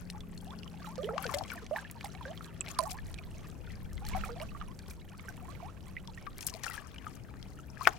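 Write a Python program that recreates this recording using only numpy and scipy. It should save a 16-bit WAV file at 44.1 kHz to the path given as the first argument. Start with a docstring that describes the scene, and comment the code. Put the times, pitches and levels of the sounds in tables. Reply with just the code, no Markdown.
"""Small waves lapping on shore rocks

Trapped air pockets ring as gliding sines, mostly upward in pitch; drops and thin sheets of water splat
on stone as noise bursts with a small bubble; a wave slaps a hollow, exciting its damped resonances.
Random grains and filtered noise make the wash, and short scattered returns come off the stones.
Far engines drone as drifting sines over far-shore noise; a light wind rumbles on both microphone ports."""
import sys
import numpy as np
from scipy import signal
from scipy.fft import rfft, irfft, next_fast_len
from scipy.io import wavfile
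from scipy.ndimage import map_coordinates

SR = 44100
rng = np.random.default_rng(int(sys.argv[2]) if len(sys.argv) > 2 else 0)


def put_to_file(sound):
    """Save the sound as 16-bit audio at rate SR, in the file named by the first command-line argument."""
    columns = np.atleast_2d(sound).T  # one column per channel
    safe = np.clip(columns, -1, 1)
    whole_steps = np.round(safe * 32767)
    wavfile.write(sys.argv[1], SR, whole_steps.astype(np.int16))


N = 351918

LAG = 0.07  # samples by which each port shifts per dB of level difference; the louder port is later
# a pinched-off bubble starts up to this share sharp and settles with this decay constant in cycles
SNAP, SNAP_CYCLES = 1.196, 0.7


def amp(db):
    """Decibels to amplitude ratio."""
    return 10 ** (np.asarray(db) / 20)


def unit(x):
    """Normalise to a root-mean-square value of 1."""
    return x / np.sqrt(np.mean(x ** 2) + 1e-20)


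def along(points, hz):
    """Interpolate (hz, value) points on a logarithmic frequency axis."""
    f, v = np.transpose(points)
    return np.interp(np.log(hz + 1), np.log(f + 1), v)


def curves(rows):
    """Linear interpolation to one value per sample for each column after the time."""
    s, *cols = np.transpose(rows)
    return [np.interp(np.arange(N) / SR, s, c) for c in cols]


def wobble(rate, count=N):
    """A smooth random curve: a spline through Gaussian knots, rate of them a second."""
    knots = rng.standard_normal(int(count * rate / SR) + 4)
    return map_coordinates(knots, [np.arange(count) * rate / SR])


def filtered(x, response):
    """Linear filtering: the spectrum times a response of frequency."""
    m = next_fast_len(N + SR // 2)
    return irfft(rfft(x, m) * response(np.fft.rfftfreq(m, 1 / SR)), m)[..., :N]


def sides(pan_db):
    """Level-difference panning: left and right gains of mean power 1."""
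    pair = amp(np.array([pan_db, -pan_db]) / 2)
    return pair / np.sqrt(np.mean(pair ** 2, axis=0))


def add(out, s, sound, pan_db):
    """Superpose a sound at s seconds, with level and arrival-time differences between the ports."""
    for side, gain, lag in zip(out, sides(pan_db), (LAG * pan_db, -LAG * pan_db)):
        room = side[max(round(s * SR + lag), 0):][:len(sound)]
        room += gain * sound[:len(room)]


def pinch(cycles):
    """Relaxation after pinch-off: extra cycles run while a new bubble drops to its pitch."""
    return SNAP * SNAP_CYCLES * (1 - np.exp(-cycles / SNAP_CYCLES))


def arc(u, start, middle, end):
    """Quadratic interpolation through three values at u = 0, 1/2, 1."""
    return start * (1 - u) * (1 - 2 * u) + 4 * middle * u * (1 - u) + end * u * (2 * u - 1)


def glides(rows, attack, release, waver_db, waver_rate, sag=1, snap=0, shake=0):
    """Frequency modulation: sines whose phase integrates an arc of pitch while the level slides."""
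    out = np.zeros((2, N))
    for s, length, *hz, start_db, end_db, pan_db in rows:
        t = np.arange(round((length + release) * SR)) / SR
        u = np.minimum(t / length, 1)
        onset = 1 - np.exp(-(t / attack) ** 2)
        ending = amp(-40 * np.maximum(t - length, 0) / release)
        slide_db = start_db + (end_db - start_db) * u ** sag
        level = amp(slide_db + waver_db * wobble(waver_rate, count=len(t))) * onset * ending
        log_pitch = arc(u, *np.log(hz)) + shake * wobble(2 * waver_rate, count=len(t))
        cycles = np.cumsum(np.exp(log_pitch)) / SR + snap * pinch(hz[0] * t)
        add(out, s, level * np.sin(2 * np.pi * cycles), pan_db)
    return out


def distance():
    """Partly correlated noise for the wash of the far shore, and drifting sines for engine tones."""
    # far water and traffic: hz, relative_db (per Hz)
    shore = [(35, -19), (60, 4), (172, -2.5), (338, -11), (607, -18), (862, -22), (1040, -30), (1440, -27),
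             (2300, -34), (3940, -40), (11800, -42), (16000, -47)]
    # side of that wash: hz, left_minus_right_db
    lean = [(60, 6), (130, 10.5), (290, 5), (700, -3.5)]
    # far engine tones, drifting as the engines move: start_s, length_s, start_hz, middle_hz, end_hz,
    # start_db, end_db, left_minus_right_db
    engines = [(0, 1.3, 179, 173, 169, -49.5, -50.5, 5), (1.75, 1.25, 167, 166, 167, -54, -51, 5),
               (0, .7, 412, 411, 410, -65, -64, 2), (2.1, .8, 385, 382, 380, -66, -66, 2),
               (3.0, 3.0, 165, 157, 143, -58, -58, 6), (0, 3.0, 266, 257, 238, -63, -62, 4),
               (.2, 1.5, 207, 201, 193, -57, -56, 0), (.2, 2.2, 218, 224, 231, -59, -60, -3),
               (3.7, 2.5, 213, 195, 185, -57, -56, -4), (5.0, 1.0, 99, 101, 104, -57, -57, 0),
               (6.9, .8, 262, 277, 292, -64, -62, 3), (7.0, 1.0, 127, 132, 140, -58, -53, 3)]
    common, *own = rng.standard_normal((3, N))
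    noise = 0.79 * common + np.array(own)
    hiss = filtered(noise, lambda hz: amp(along(shore, hz)) * sides(along(lean, hz)))
    tones = glides(engines, attack=0.012, release=0.036, waver_db=2.0, waver_rate=3.53)
    return amp(-49.0 + 1.33 * wobble(2.94)) * unit(hiss) + tones


def wind():
    """Low-frequency pressure noise at each port: lumpy buffeting, uncorrelated from port to port."""
    # strength of the buffets: time_s, relative_db
    gusts = [(0.0, -59), (2.51, -69), (3.15, -50), (3.51, -62), (3.9, -49), (4.15, -44), (4.35, -52),
             (5.04, -60), (7.98, -61)]
    # spectrum of the buffeting: hz, relative_db (per Hz)
    rumble_spectrum = [(8.8, -13), (15, 1.5), (51, 2), (178, -11.5), (200, -5.5), (260, -39), (440, -120)]
    buffet_db, = curves(gusts)
    rumble = filtered(rng.standard_normal((2, N)), lambda hz: amp(along(rumble_spectrum, hz)))
    lumps_db = 3.1 * np.array([wobble(23), wobble(6.7)])  # left, right
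    return amp(buffet_db + 7.5) * unit(rumble * amp(lumps_db))


def rocks(x):
    """Diffuse reflection: short scattered returns from the stones, each frequency with its own decay."""
    # decay off the stones: hz, t60_s
    decay = [(300, 0.14), (2000, 0.038), (10000, 0.033)]
    hz, t, z = signal.stft(rng.standard_normal((2, SR // 4)), SR, nperseg=128)
    tail = signal.istft(z * amp(-60 * t / along(decay, hz)[:, None]), SR, nperseg=128)[1]
    return signal.fftconvolve(x, tail / np.linalg.norm(tail[0]), axes=1)[:, :N]


def laps():
    """Power summation of wavelets over the calm: trickle level, spray level and side at every sample."""
    # wavelets breaking on the stones: crest_s, trickle_relative_db, spray_relative_db, left_minus_right_db
    wavelets = [(0.01, -63, -75.5, 12), (0.11, -67, -70, 4.5), (0.42, -68, -68.5, 5.5),
                (0.53, -62, -69, 11), (0.87, -54, -63.5, -0.5), (1.06, -55, -66, 0), (1.23, -46, -56, 9),
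                (1.3, -47, -56, 8), (1.34, -50, -54, -2), (1.52, -47, -57, 2.5), (1.78, -49.5, -61.5, -0.5),
                (2.05, -54, -60, -3.5), (2.28, -53, -68, -1), (2.45, -57, -66.5, -2.5), (2.7, -49, -58, 6),
                (2.83, -56, -58.5, -9.5), (2.905, -58, -58, -1), (3.1, -58, -64.5, -2),
                (3.37, -60, -66.5, -2), (3.48, -67, -67.5, 8), (3.7, -58.5, -76.5, 7), (4.08, -52, -60, -3),
                (4.17, -46, -62, -8.5), (4.25, -52, -60, -6.5), (4.41, -53.5, -66, -3.5),
                (4.57, -56, -76, -8), (4.9, -61, -63.5, -1.5), (5.29, -55, -66.5, -2),
                (5.51, -55.5, -71.5, -12), (5.64, -58, -76.5, -9), (5.88, -60, -67, -5.5),
                (6.22, -63, -75, -4.5), (6.42, -58, -57, 7.5), (6.48, -57, -57, 5), (6.57, -62, -64, 8),
                (6.665, -48, -53, 18), (6.75, -49, -55, 12), (6.88, -58, -64.5, 18), (7.07, -56, -66, 11),
                (7.14, -70, -66.5, 18), (7.5, -61, -69, 9.5), (7.825, -58, -60.5, 21), (7.865, -45, -56, 9)]
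    swell_db_per_s, drain_db_per_s = 160, 120  # trickle's build to the crest and run-off
    spray_faster = 2.2  # spray comes and goes this much faster
    calm_db, calm_spray_db = -75, -78  # between wavelets, on the scale of the table
    s, trickle_db, spray_db, pan_db = np.transpose(wavelets)[..., None]
    t = np.arange(0, N + 64, 64) / SR
    shape_db = np.minimum(swell_db_per_s * (t - s), drain_db_per_s * (s - t))
    # doubled decibels turn amplitude into power
    trickle = amp(2 * (trickle_db + shape_db))
    spray = amp(2 * (spray_db + spray_faster * shape_db))
    side = np.sum(pan_db * trickle, axis=0) / (trickle.sum(axis=0) + 1e-20)
    trickle_level = 10 * np.log10(trickle.sum(axis=0) + amp(2 * calm_db))
    spray_level = 10 * np.log10(spray.sum(axis=0) + amp(2 * calm_spray_db))
    return curves(np.transpose([t, trickle_level, spray_level, side]))


def grains(level_db, pan_db, count, centre_hz, octaves, cycles, rise, spread_db, scatter_db, clump):
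    """A random point process of damped bubble tones: lively water has both more and bigger ones."""
    lively = amp(level_db)
    chance = np.cumsum(np.sqrt(lively) * np.exp(clump * wobble(85)))
    draw, normal = rng.random((count, 2)), rng.standard_normal((count, 3))
    start = np.searchsorted(chance, draw[:, 0] * chance[-1])
    hz = np.clip(centre_hz * 2 ** (octaves * normal[:, :1]), 300, 15000)
    life = cycles * np.exp(0.5 * normal[:, 1:2]) / hz  # decay constant in seconds
    t = np.arange(min(round(8 * cycles * SR / centre_hz), 900)) / SR
    taper = np.cos(np.pi / 2 * t / t[-1])
    shape = np.exp(-t / life) * (1 - np.exp(-14 * t / life)) * taper
    size = amp(-spread_db * np.log(draw[:, 1:] + 0.0084))
    phase = hz * t * (1 + rise * t / life) + pinch(hz * t)
    ring = size * shape * np.sin(2 * np.pi * phase)
    pan = pan_db[start] + scatter_db * normal[:, 2]
    pair = []
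    for way, gain in zip((1, -1), sides(pan)):
        first = start + np.round(way * LAG * pan).astype(int)
        where = np.abs(first[:, None] + np.arange(len(t)))
        pair.append(np.bincount(where.ravel(), (ring * gain[:, None]).ravel(), N + SR)[:N])
    return lively ** 0.75 * np.sqrt(np.mean(np.sqrt(lively))) * unit(np.array(pair))


def foam(level_db, pan_db, spectrum, ragged_db):
    """Band-shaped noise for bubbles too many to tell apart: a ragged fizz with a weak common part."""
    common, *own = rng.standard_normal((3, N))
    noise = 0.17 * common + np.array(own)
    fizz = unit(filtered(noise, lambda hz: amp(along(spectrum, hz))))
    return amp(level_db + ragged_db * wobble(70) + 1.15 * wobble(250)) * sides(pan_db) * fizz


def wash():
    """Superposed bubble and droplet grains: most follow the waves, some drain from the stones all the time."""
    # fizz of a breaking wavelet: hz, relative_db (per Hz)
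    foam_spectrum = [(300, -20), (700, -7), (1500, 0), (3000, -3.5), (6500, -5), (15000, -33)]
    # finest spray: hz, relative_db (per Hz)
    mist_spectrum = [(1500, -30), (4000, -1), (12000, 4)]
    trickle_db, spray_db, pan_db = laps()
    plinks = grains(trickle_db, pan_db, count=800, centre_hz=1300, octaves=0.591, cycles=8.9,
                    rise=0.046, spread_db=1.5, scatter_db=-4.5, clump=0.4)
    trickle = grains(trickle_db, pan_db, count=2800, centre_hz=2348, octaves=0.695, cycles=5.46,
                     rise=0.06, spread_db=5.5, scatter_db=10.0, clump=0.78)
    spray = grains(spray_db, pan_db, count=3000, centre_hz=7700, octaves=0.566, cycles=3.9,
                   rise=0.068, spread_db=5.5, scatter_db=3.5, clump=0.87)
    drain = grains(np.full(N, -64.0), pan_db, count=900, centre_hz=2104, octaves=0.805, cycles=7.8,
                   rise=0.0577, spread_db=2.5, scatter_db=3.5, clump=0.6)
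    fizz = amp(-9.5) * foam(trickle_db, pan_db, foam_spectrum, ragged_db=4.5)
    mist = amp(-11.0) * foam(spray_db, pan_db, mist_spectrum, ragged_db=5)
    blips = grains(trickle_db, pan_db, count=420, centre_hz=800, octaves=0.51, cycles=22.4,
                   rise=0.092, spread_db=4.0, scatter_db=6, clump=0.34)
    ticks = grains(spray_db, pan_db, count=500, centre_hz=6100, octaves=0.65, cycles=0.89,
                   rise=0.035, spread_db=3.5, scatter_db=7.5, clump=0.69)
    bubbles = amp(-6.5) * blips + amp(-4.0) * plinks + amp(-4.0) * trickle + drain
    droplets = amp(4.0) * ticks + amp(4.5) * spray
    return bubbles + droplets + fizz + mist


def splats():
    """Impact noise and bubble resonance: a drop cracks raggedly on wet stone and traps a ringing bubble."""
    # drops on stone: start_s, peak_db, centre_hz, left_minus_right_db
    drops = [(0.101, -30, 4200, 5), (0.207, -40, 3420, -5), (0.377, -39, 4200, 8), (0.5065, -40, 3420, -8),
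             (0.5887, -42, 4330, 10), (0.6324, -39, 2740, -9), (0.678, -42.5, 2970, -8),
             (0.857, -45, 2330, -6), (0.957, -38, 3600, -6), (1.031, -38, 3190, -9),
             (1.1798, -27.5, 2600, 11), (1.244, -35, 4400, 18.5), (1.266, -24.5, 2610, -2),
             (1.338, -36, 3580, 16), (1.3445, -23.5, 5400, 5), (1.3412, -19.5, 2010, 18),
             (1.3866, -26, 4300, 17), (1.438, -32.5, 3100, 15), (1.4796, -40.5, 3200, 5),
             (1.502, -28, 2250, 17), (1.666, -34.5, 2930, 0), (1.9, -38, 1960, -3.5),
             (1.913, -31.5, 11140, -2), (2.01, -32.5, 2330, -1), (2.056, -37.5, 2040, -5),
             (2.151, -36, 2160, -5), (2.043, -29, 6450, -2), (2.376, -36.5, 3100, -7),
             (2.445, -36, 3800, -9), (2.683, -31.5, 2700, 0), (2.612, -31.5, 2500, -6),
             (2.6637, -31, 1970, 5), (2.7138, -31, 6700, 9), (2.7883, -20, 5730, -7),
             (2.808, -28, 4930, -9), (2.829, -42, 7500, -3), (2.895, -34, 11100, 7.5),
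             (2.908, -29, 8450, 7.5), (2.914, -27.5, 5580, 20), (2.9312, -33, 10750, 3.5),
             (2.988, -37.5, 1680, 6), (2.9138, -35, 2340, 9.5), (3.1425, -31, 3520, -9),
             (3.501, -41.5, 5830, -2), (2.897, -35.5, 2580, 23), (3.932, -38, 6600, 1),
             (4.0517, -34.5, 3730, -4.5), (4.0872, -30, 7050, -5.5), (4.135, -34, 2150, -8),
             (4.176, -43, 1980, -4), (4.415, -35.5, 2800, -6.5), (4.3998, -33, 2250, -3),
             (4.7906, -37, 4500, -4), (5.195, -39.5, 2070, -39), (6.075, -35, 3420, 17),
             (6.267, -33.5, 1540, 9), (6.374, -46, 2100, 7), (6.3823, -32, 8200, 2), (6.389, -32, 2250, 14),
             (6.409, -29.5, 5470, 11), (6.4258, -33, 5100, 8), (6.43, -30, 2650, 15),
             (6.4673, -15, 10200, 8), (6.4705, -22, 8500, 5), (6.482, -31, 12000, 10),
             (6.4755, -26, 6680, 13), (6.486, -30, 2740, 17), (6.4992, -28, 5770, 7.5),
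             (6.538, -27.5, 4060, 15), (6.6349, -24, 5860, 6), (6.944, -40.5, 2300, -6),
             (6.962, -40, 2290, 3), (6.983, -35, 2940, 9), (7.428, -32.5, 3350, 18), (7.819, -38, 1970, 6),
             (7.892, -38, 3500, 8), (1.044, -35, 3030, -2), (3.188, -37.5, 2320, -7),
             (3.237, -41.5, 1970, -9), (3.979, -39, 2000, 5), (6.6386, -28.5, 2480, 16),
             (6.6435, -28, 4280, 14), (6.641, -26.5, 1760, 16), (6.6887, -34, 6100, 5),
             (6.738, -40, 5600, 8), (6.764, -46, 1610, 10), (6.659, -33, 5530, 8), (1.373, -34, 7400, 4),
             (7.34, -41.5, 1380, 5), (0.412, -44, 9050, 6), (0.446, -44, 10700, 3), (4.067, -37, 4240, -3),
             (4.91, -39.5, 2290, -9)]
    t60_s, longer_per_db = 0.0091, 0.35  # crackle of a -35.5 dB drop; bigger ones last longer (dB of time)
    rise_s = 0.0007  # time constant of the crackle's soft rise, which lasts three of these
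    out, t = np.zeros((2, N)), np.arange(SR // 10) / SR
    hz, after = np.fft.rfftfreq(len(t), 1 / SR), np.maximum(t - 3 * rise_s, 0)
    rise = np.exp(np.minimum(t / rise_s - 3, 0))
    bubble_onset = 1 - np.exp(-(after / 0.00066) ** 2)
    for s, db, centre_hz, pan_db in drops:
        low_cut = 1 / (1 + (0.49 * centre_hz / (hz + 1)) ** 4)
        high_cut = 1 / (1 + (hz / (1.86 * centre_hz)) ** 4)
        noise = unit(irfft(rfft(rng.standard_normal(len(t))) * low_cut * high_cut, len(t)))
        decay_db = -60 * after / (t60_s * amp(longer_per_db * (db + 35.5)))
        crackle = noise * amp(10.4 * wobble(871, count=len(t)) + decay_db) * rise
        # the bubble loses 60 dB in 45 periods of the centre frequency, its pitch rising slightly
        phase = centre_hz * after * (1 + 3 * after) + pinch(centre_hz * after)
        bubble = amp(8.5 - 60 * after * centre_hz / 45) * np.sin(2 * np.pi * phase)
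        burst = crackle + bubble * bubble_onset
        add(out, s - 3 * rise_s, amp(db) * burst / np.abs(burst).max(), pan_db)
    return out


def slap():
    """Impulsive excitation of cavity modes: a wave shuts on a hollow between rocks, to the left."""
    # weaker knocks leading up to the hard slap, the slap itself, and its returns off the rocks:
    # start_s, gain_db
    impacts = [(7.8672, -34), (7.8702, -17), (7.8724, -21), (7.873, -1), (7.8757, -16), (7.8776, -20),
               (7.881, -28)]
    # modes of the hollow that rings under it: hz, relative_db, t60_s
    modes = [(876, -11, 0.02), (1433, 9, 0.0046), (1840, -8, 0.0076), (3560, -14, 0.0078),
             (4850, -19.5, 0.009)]
    out, t = np.zeros((2, N)), np.arange(SR // 10) / SR
    ring = sum(amp(level - 60 * t / t60) * np.sin(2 * np.pi * hz * t) for hz, level, t60 in modes)
    onset = 1 - np.exp(-(t / 0.00032) ** 2)
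    for s, db in impacts:
        crack = amp(-24.5 - 60 * t / 0.023) * rng.standard_normal(len(t))
        add(out, s, amp(db) * (ring + crack) * onset, pan_db=9.5)
    return out


def gurgles():
    """Bubble resonance: each air pocket bends slowly, then fast, to its last pitch and fades into the wash."""
    # air pockets: start_s, length_s, start_hz, end_hz, start_db, left_minus_right_db
    pockets = [(0.148, 0.03, 800, 930, -45, -8), (0.469, 0.073, 694, 1600, -48, -8),
               (0.844, 0.035, 1266, 940, -39.5, -17), (0.872, 0.064, 847, 1170, -44.5, -2),
               (0.98, 0.049, 492, 653, -32.5, -9), (1.035, 0.06, 374, 775, -36, -4),
               (1.09, 0.022, 1260, 1790, -32.5, -3), (1.091, 0.047, 430, 520, -38, -5),
               (1.134, 0.058, 483, 1274, -36.5, 2), (1.108, 0.033, 850, 880, -38.5, -5),
               (1.18, 0.0097, 1100, 980, -21.5, 11), (1.191, 0.053, 772, 837, -41, 12),
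               (1.242, 0.026, 1460, 1760, -28, -1), (1.317, 0.024, 772, 1510, -38, 11),
               (1.341, 0.062, 560, 644, -31, 7), (1.369, 0.047, 714, 904, -38.5, 5),
               (1.41, 0.02, 820, 460, -29.5, 13), (1.518, 0.02, 1513, 1240, -30, 7),
               (1.554, 0.025, 705, 680, -45.5, -4), (1.577, 0.023, 1830, 1390, -35, -6),
               (1.711, 0.061, 562, 1112, -30, -6), (1.761, 0.013, 1770, 1480, -25.5, -5),
               (1.785, 0.017, 1580, 1810, -30, -5), (1.849, 0.017, 1640, 1880, -38.5, -5),
               (1.955, 0.028, 980, 830, -48, -11), (2.043, 0.03, 800, 870, -34.5, -6),
               (2.21, 0.028, 970, 820, -39.5, -6.5), (2.257, 0.069, 509, 772, -42.5, -4.5),
               (2.7896, 0.028, 1008, 990, -18.5, -12.5), (2.79, 0.044, 637, 530, -36, -9),
               (2.824, 0.072, 610, 1196, -42, -10), (2.854, 0.046, 1116, 1130, -40.5, -13),
               (2.871, 0.026, 830, 710, -36, 18), (2.911, 0.066, 692, 1115, -47, -13),
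               (2.765, 0.031, 1204, 1100, -45, -17), (3.674, 0.011, 1370, 1610, -44, -5),
               (3.702, 0.015, 1980, 2140, -45, -7), (4.685, 0.042, 956, 1170, -55.5, -10),
               (5.121, 0.029, 788, 1370, -58, -7), (5.155, 0.049, 570, 1350, -76, 8),
               (5.225, 0.059, 840, 1600, -65, -18), (2.943, 0.034, 994, 1150, -48, 1),
               (0.74, 0.012, 850, 776, -48, -4), (0.988, 0.023, 1195, 1300, -44, -9),
               (1.62, 0.02, 443, 413, -50, -6), (7.897, 0.026, 1040, 1390, -54, -9),
               (6.697, 0.014, 1280, 1900, -36, 11), (2.608, 0.0041, 7780, 8000, -11.5, -3),
               (2.7892, 0.0023, 4500, 4500, -6.5, -18), (2.79, 0.0017, 9600, 9000, -1.5, -2),
               (2.146, 0.029, 723, 840, -50, -7), (2.253, 0.019, 1540, 1800, -35.5, -5),
               (2.279, 0.018, 1610, 1700, -46, -2), (2.408, 0.0076, 1220, 1360, -34.5, -3),
               (2.609, 0.0085, 1170, 1180, -43, -12), (1.292, 0.02, 1175, 900, -33, 11),
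               (1.254, 0.034, 494, 383, -34.5, 10), (1.768, 0.018, 810, 1310, -32, -3),
               (4.113, 0.061, 950, 1510, -42, -12), (4.149, 0.04, 726, 900, -27, 10),
               (4.02, 0.046, 788, 880, -47, -1), (4.256, 0.042, 740, 1000, -46, -4),
               (4.36, 0.032, 634, 800, -47, -4), (4.237, 0.014, 1280, 1200, -26, -11),
               (4.291, 0.023, 1180, 1790, -39, -16), (4.292, 0.051, 464, 480, -43.5, -6),
               (4.41, 0.031, 850, 1630, -42, -4), (4.404, 0.033, 577, 715, -42.5, -7),
               (4.549, 0.019, 1154, 1280, -36, -10), (4.613, 0.017, 1280, 970, -35.5, -10),
               (5.284, 0.024, 1560, 1560, -36.5, -10), (5.421, 0.04, 699, 960, -50.5, 12),
               (5.483, 0.042, 1014, 1310, -42.5, -13), (5.601, 0.012, 1050, 770, -42, -16),
               (5.626, 0.076, 695, 1346, -45.5, -9), (5.967, 0.019, 1930, 2930, -31, -5),
               (6.081, 0.022, 950, 825, -44.5, -14), (6.176, 0.017, 1870, 2280, -41.5, -8),
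               (6.27, 0.016, 1200, 1180, -34.5, 11), (6.546, 0.03, 607, 970, -46, 12),
               (6.665, 0.018, 1426, 1300, -27, 8.5), (6.681, 0.012, 2570, 2700, -32, 15),
               (6.711, 0.039, 1930, 1730, -40, 10), (6.778, 0.018, 1700, 1700, -33, 8),
               (7.067, 0.013, 1270, 1150, -32.5, 7), (7.588, 0.014, 1370, 1270, -44, -5),
               (7.772, 0.0075, 1640, 1710, -39, 9), (7.81, 0.027, 1060, 1490, -28, 9),
               (7.8535, 0.0068, 2320, 2300, -23, 14), (7.941, 0.016, 720, 710, -45, -26)]
    bend = 0.318  # share of the pitch change, in octaves, done at half the length
    # fade target of a steady 1 kHz pocket; higher pitch lowers it, any pitch change raises it
    fade_db, fade_db_per_octave, change_db_per_octave = -57, -7.5, 1.5
    loud_share = 0.22  # weight of the start level in the end level, so loud pockets end louder
    rows = []
    for s, length, hz, end_hz, db, pan_db in pockets:
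        middle_hz = hz * (end_hz / hz) ** bend
        change = change_db_per_octave * abs(np.log2(end_hz / hz))
        target_db = fade_db + fade_db_per_octave * np.log2(hz / 1000) + change
        end_db = db * loud_share + target_db * (1 - loud_share)
        rows.append((s, length, hz, middle_hz, end_hz, db, end_db, pan_db))
    return glides(rows, attack=0.00034, release=0.0048, waver_db=1.6, waver_rate=58.5,
                  sag=1.08, snap=0.38, shake=0.023)


def scene():
    """Superposition of the near water, its returns off the rocks, the distance and the wind."""
    water = gurgles() + splats() + slap() + wash()
    return water + amp(-9.5) * rocks(water) + distance() + wind()


def record(dry):
    """Saturation and band limiting: full-scale peaks are clipped, then all from 16.3 kHz up is removed."""
    top_hz = 16300
    clipped = np.clip(dry, -1, 1)
    return filtered(clipped, lambda hz: hz < top_hz)


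dry = scene()
out = record(dry)
put_to_file(out)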